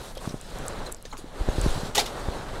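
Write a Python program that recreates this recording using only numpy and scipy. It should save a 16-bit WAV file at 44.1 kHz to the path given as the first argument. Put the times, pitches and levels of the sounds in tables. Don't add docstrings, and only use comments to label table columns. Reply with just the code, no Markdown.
import sys
import numpy as np
from scipy import signal
from scipy.fft import rfft, irfft
from scipy.io import wavfile
from scipy.ndimage import uniform_filter1d, map_coordinates

SR = 44100
rng = np.random.default_rng(int(sys.argv[2]) if len(sys.argv) > 2 else 0)


def attenuation_scalar(level_db):
    decades = np.asarray(level_db, float) / 20
    return 10 ** decades


def transcribe(signal):
    frames = np.atleast_2d(signal).T
    limited = np.clip(frames, -1, 1)
    pcm = np.round(limited * 32767).astype(np.int16)
    wavfile.write(sys.argv[1], SR, pcm)


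N = 114660


def unit(x):
    return x / np.sqrt(np.mean(x ** 2) + 1e-20)


def wobble(rate_hz):
    knots = rng.standard_normal(int(N * rate_hz / SR) + 4)
    return map_coordinates(knots, [np.arange(N) * rate_hz / SR])


def noise(spectrum, patchy_db, size=N):
    z = signal.stft(rng.standard_normal(size + 1024), nperseg=512)[2]
    patches = uniform_filter1d(rng.standard_normal(z.shape), size=6, axis=0)
    patches = uniform_filter1d(patches, size=8, axis=1)
    x = signal.istft(z * attenuation_scalar(patchy_db * unit(patches)), nperseg=512)[1]
    f, db = np.transpose(spectrum)
    hz = np.fft.rfftfreq(len(x), 1 / SR)
    gain_db = np.interp(np.log(hz + 1), np.log(f + 1), db, -120, -120)
    coloured = irfft(rfft(x) * attenuation_scalar(gain_db), len(x))
    return unit(coloured[512:][:size])


def add(track, start_s, sound):
    part = track[round(start_s * SR):][:len(sound)]
    part += sound[:len(part)]


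def ring(hz, t60_s, attack_s, rough):
    t = np.arange(SR // 8) / SR
    drift = rough * np.cumsum(rng.standard_normal(len(t))) / np.sqrt(SR)
    return np.sin(2 * np.pi * hz * t + drift) * attenuation_scalar(-60 * t / t60_s) * (1 - np.exp(-t / attack_s))


# pitch_hz [Hz], level_db [dB per Hz]
HISS_COLOUR = [(120, -46), (200, -3), (519, -7), (2170, -9), (6520, -13), (11700, -27), (16000, -24)]


def hiss():
    return attenuation_scalar(-62.5) * noise(HISS_COLOUR, patchy_db=4.0)


# time_s [s], rustle_db [dB], brightness_db [dB], air_stirred_db [dB]
ARM_MOTION = [(0, -41, 1, 1), (.09, -44, 3.5, -4), (.14, -49.5, -2, 11.5), (.25, -39.5, -1, -3.5),
              (.33, -45.5, -4.5, 5), (.43, -50, 6, 10.5), (.5, -44, 2.5, 3), (.6, -37.5, -2.5, 1.5),
              (.885, -39, -5, 0), (.95, -51, -3, 8.5), (1.1, -53.5, 2, 7.5), (1.31, -46, -2.5, 0.5),
              (1.4, -39, -3, -1.5), (1.67, -33, 1.5, -1), (1.86, -37.5, 1.5, -3), (1.94, -42.5, -3, 4),
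              (2.1, -37, -2, -2), (2.6, -37, -5.5, -1)]
# pitch_hz [Hz], level_db [dB per Hz]
CLOTH_COLOUR = [(88, 2), (180, -3.5), (310, -2.5), (519, 0), (800, -4), (1500, -9), (2500, -19.5),
                (3900, -27), (6600, -120)]
# pitch_hz [Hz], level_db [dB per Hz]
FIZZ_COLOUR = [(1700, -12.5), (3310, 0), (4050, 1.5), (5000, -4.5), (6760, -6), (8480, -6.5),
               (12200, -15.5), (16000, -27)]
# pitch_hz [Hz], level_db [dB per Hz]
AIR_COLOUR = [(8.8, -18), (15, 3.5), (30, 0.5), (47, -5.5), (70, -12.5), (250, -21), (320, -50),
              (550, -120)]


def arm():
    time_s, *columns = np.transpose(ARM_MOTION)
    level_db, bright_db, air_db = [np.interp(np.arange(N) / SR, time_s, c) for c in columns]
    shared_db = level_db + 0.76 * wobble(35.34)
    body_db = shared_db + 0.89 * wobble(60)
    body = attenuation_scalar(body_db) * noise(CLOTH_COLOUR, patchy_db=0.54)
    fizz_db = shared_db + bright_db - 7.5 + 0.58 * wobble(150)
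    fizz = attenuation_scalar(fizz_db) * noise(FIZZ_COLOUR, patchy_db=1.5)
    lumpy_db = level_db + air_db + 1 + 1.8 * wobble(30.0)
    air = attenuation_scalar(lumpy_db) * noise(AIR_COLOUR, patchy_db=1.1)
    return body + fizz + air


# centre_s [s], level_db [dB], pitch_hz [Hz], way [push +1, pull -1]
AIR_PUFFS = [(0.2773, -17, 171, -1), (0.2755, -23, 520, 1), (.3442, -26, 600, 1), (.298, -31, 150, 1),
             (.310, -27.5, 250, 1), (.343, -19, 224, -1), (1.415, -16, 41, 1), (1.4875, -16.5, 167, -1),
             (1.4885, -13, 520, 1), (1.492, -15, 38, 1), (1.5834, -15, 280, -1), (1.588, -16, 72, 1),
             (1.604, -22, 45, -1), (1.617, -24, 38, 1), (1.5811, -21, 560, -1), (1.640, -20, 54, 1),
             (1.650, -20, 50, -1), (1.6598, -18, 700, 1), (1.662, -20, 120, 1), (1.6641, -11, 270, -1),
             (1.668, -16.5, 110, 1), (1.684, -15.5, 42, 1), (1.714, -19, 16, -1), (1.762, -25, 120, 1),
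             (1.7785, -23, 160, -1), (1.8335, -24, 220, 1), (1.836, -25, 150, -1), (1.884, -28, 200, -1),
             (1.896, -30, 190, 1), (2.2873, -17.5, 580, 1), (2.2857, -20, 130, -1), (2.293, -21, 52, 1)]


def puffs():
    out, t = np.zeros(N), np.arange(-SR // 20, SR // 20) / SR
    roundness = 1.55
    for centre_s, level_db, hz, way in AIR_PUFFS:
        u = np.abs(np.pi * hz * t) ** roundness
        swing = (1 - roundness * u) * np.exp(-u)
        add(out, centre_s - 1 / 20, np.sign(way) * attenuation_scalar(level_db) * swing)
    return out


# start_s [s],
# level_db [dB], length_s [s], brightest_hz [Hz]
FRICTION_SCUFFS = [(0, -52.5, 0.15, 9500), (0.197, -50, 0.18, 8500), (.205, -46, .06, 1200),
                   (.283, -50, 0.037, 4470), (0.857, -47, .022, 7500), (1.051, -45.5, 0.022, 5500),
                   (1.09, -59, 0.032, 10000), (1.128, -40, 0.025, 1110), (0.148, -54, 0.049, 3500),
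                   (0.912, -56, .03, 9000), (1.127, -54, 0.019, 7000), (1.174, -54, 0.031, 4650),
                   (1.172, -47.5, 0.031, 9000), (2.071, -40, 0.015, 3970)]


def scuffs():
    out = np.zeros(N)
    for start_s, level_db, length_s, hz in FRICTION_SCUFFS:
        u = np.arange(8192) / SR / length_s
        colour = [(hz / 8, -10), (hz / 1.6, -7), (hz, 0), (hz * 1.32, -8), (hz * 3.0, -33), (hz * 6, -50)]
        grain = noise(colour, patchy_db=2.5, size=8192)
        stroke = (1 - np.exp(-u / 0.068)) * np.exp(-u ** 1.76)
        add(out, start_s, attenuation_scalar(level_db + 1.8 * wobble(528)[:8192]) * grain * stroke)
    return out


# start_s [s], level_db [dB], pitch_hz [Hz], t60_s [s]
PLASTIC_PINGS = [(0.156, -39, 3250, 0.027), (0.17, -28.5, 540, 0.05), (0.178, -34.5, 3290, 0.039),
                 (0.29, -39, 5700, 0.054), (.2535, -31, 1150, 0.044), (0.29, -42, 4000, .08),
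                 (.306, -42, 5200, .03), (0.32, -45, 2540, 0.026), (.860, -42, 6700, .03),
                 (.863, -32.5, 4100, 0.057), (.864, -43, 8400, .03), (0.86, -44, 6700, .03),
                 (.9241, -22, 7900, 0.0064), (.9241, -24, 10800, 0.0059), (.9655, -44, 5330, .012),
                 (.9845, -44, 5100, .012), (1.0525, -37, 3700, .03), (1.052, -42, 6600, 0.041),
                 (1.054, -40.5, 1780, .04), (1.053, -30.5, 470, 0.022), (1.126, -45, 7100, 0.065),
                 (1.130, -39.5, 2080, 0.033), (1.130, -42, 3140, 0.02), (1.171, -44, 6900, 0.12),
                 (1.188, -45, 6600, .04), (1.197, -45, 3800, .02), (1.138, -34.5, 250, .06),
                 (1.170, -36, 1170, .012), (1.178, -44, 4800, .06), (1.194, -32, 370, 0.018),
                 (1.102, -47, 6700, .2), (1.113, -41.5, 4070, 0.066), (1.1265, -31, 850, 0.065),
                 (1.126, -34.5, 1250, 0.04), (1.170, -33.5, 2400, 0.0063), (1.1885, -28.5, 370, 0.021),
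                 (1.2412, -27, 280, 0.028), (1.9805, -13.5, 781, 0.051), (1.991, -19, 700, .08),
                 (1.9782, -14, 3725, 0.04), (1.9715, -20, 2920, .02), (1.952, -24.5, 8300, .05),
                 (2.061, -30, 3700, 0.045), (2.044, -30, 4100, 0.022)]


def pings():
    out = np.zeros(N)
    for start_s, level_db, hz, t60_s in PLASTIC_PINGS:
        flutter = attenuation_scalar(2.96 * wobble(402)[:SR // 8])
        tone = ring(hz, t60_s, t60_s / 40, rough=hz ** .5 / 2.14)
        add(out, start_s, attenuation_scalar(level_db) * flutter * tone)
    return out


# centre_s [s], peak_db [dB], pitch_hz [Hz], second_hz [Hz], second_db [dB re first]
PLASTIC_SNAPS = [(.1528, -34, 5000, 11000, -2), (.1574, -38.5, 10000, 8000, -4),
                 (.1748, -28.5, 5200, 10300, -8), (.1793, -33.5, 10700, 4000, 6),
                 (.4132, -25, 8200, 12500, -15), (.5871, -29, 7300, 12600, -5.5),
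                 (1.0538, -30, 3720, 6700, -8), (.6652, -31, 11500, 14500, -2),
                 (.6824, -14, 8200, 13000, -15), (.8915, -44, 10500, 5000, 1), (.9148, -39, 8200, 4170, 0),
                 (.9195, -29, 8100, 14500, -17), (.9217, -29, 10800, 8780, -1),
                 (.9244, -30, 8500, 10840, -1), (.9247, -32, 14100, 12500, -11),
                 (.9467, -26, 7600, 6190, -8), (.966, -43, 9500, 11000, 0), (.9691, -47, 11500, 14000, -2),
                 (1.0259, -32, 11060, 8000, -4), (1.1706, -31.5, 5500, 2480, 0.5),
                 (1.6145, -16, 8000, 13000, -16)]


def snaps():
    out, t = np.zeros(N), np.arange(-64, 64) / SR
    width_s, tail_db, tail_t60_s = 0.00011, -12, 0.0043
    for centre_s, peak_db, hz, second_hz, second_db in PLASTIC_SNAPS:
        first = np.cos(2 * np.pi * hz * t)
        second = attenuation_scalar(second_db) * np.cos(2 * np.pi * (second_hz * t + rng.random()))
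        burst = (first + second) * np.exp(-(t / width_s) ** 2 / 2)
        add(out, centre_s - 64 / SR, attenuation_scalar(peak_db) * burst)
        add(out, centre_s, attenuation_scalar(peak_db + tail_db) * ring(hz, tail_t60_s, 0.00033, rough=40))
    return out


# start_s [s], level_db [dB], ring_db [dB re level],
# rattle_t60_s [s], treble_tilt_db [dB per octave]
FRAME_TOUCHES = [
    (1.9483, -24.5, -23, 0.21, 2),
    (1.953, -27, -8, 0.2, -0.5),
    (1.970, -27, -8, .08, -3.5),
    (1.978, -22, -2, 0.15, 0),
    (1.991, -20.5, -14, 0.12, 0.5),
    (2.010, -28, -16, 0.14, -5),
    (2.058, -33, -10, 0.11, 1.5),
]
# pitch_hz [Hz], level_db [dB], t60_s [s]
FRAME_MODES = [(781, -9, 0.08), (506, -11, 0.089), (876, -8, 0.052), (2000, 0, 0.045), (2830, -5.5, 0.052),
               (3470, -1, 0.055), (3730, -1, 0.045), (4270, -7, 0.06), (5130, -12, 0.06), (5500, -7, .06),
               (5930, -3, .03), (6500, -10, .06), (8400, -9.5, .05)]
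# pitch_hz [Hz], level_db [dB per Hz]
RATTLE_COLOUR = [(150, -30), (250, -9.5), (788, -8.5), (1500, -15.5), (3280, -11.5), (3770, -11),
                 (4730, -12), (11300, -22.5), (16000, -36)]


def frame():
    out, t = np.zeros(N), np.arange(8192) / SR
    for start_s, level_db, ring_db, rattle_t60_s, tilt_db in FRAME_TOUCHES:
        modes = np.zeros(SR // 8)
        for hz, mode_db, t60_s in FRAME_MODES:
            strike = attenuation_scalar(mode_db + rng.normal(0, 1.8))
            modes += strike * ring(hz, t60_s, 0.00071, rough=14) * rng.choice([-1, 1])
        colour = [(hz, db + tilt_db * np.log2(hz / 3000)) for hz, db in RATTLE_COLOUR]
        grit = attenuation_scalar(2.1 * wobble(913)[:len(t)])
        fade = attenuation_scalar(-60 * t / rattle_t60_s) * (1 - np.exp(-t / 0.00076))
        rattle = noise(colour, patchy_db=-3, size=len(t)) * grit * fade
        add(out, start_s, attenuation_scalar(level_db) * rattle)
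        add(out, start_s, attenuation_scalar(level_db + ring_db + 3.5) * modes)
    return out


def room(x):
    t = np.arange(SR // 3) / SR
    t60_s = 0.18
    tail = rng.standard_normal(len(t)) * attenuation_scalar(-60 * t / t60_s) * (1 - np.exp(-t / 0.0063))
    return signal.fftconvolve(x, tail / np.linalg.norm(tail))[:N]


def scene():
    hits = scuffs() + pings() + snaps() + frame()
    mix = hiss() + arm() + puffs() + hits + attenuation_scalar(-21) * room(hits)
    return mix[None]


def band_limit(x):
    return signal.sosfilt(signal.butter(12, 16500, fs=SR, output="sos"), x)


def record(dry):
    low = signal.sosfiltfilt(signal.butter(24, 15850, fs=SR, output="sos"), dry)
    return band_limit(low)


dry = scene()
out = record(dry)
transcribe(out)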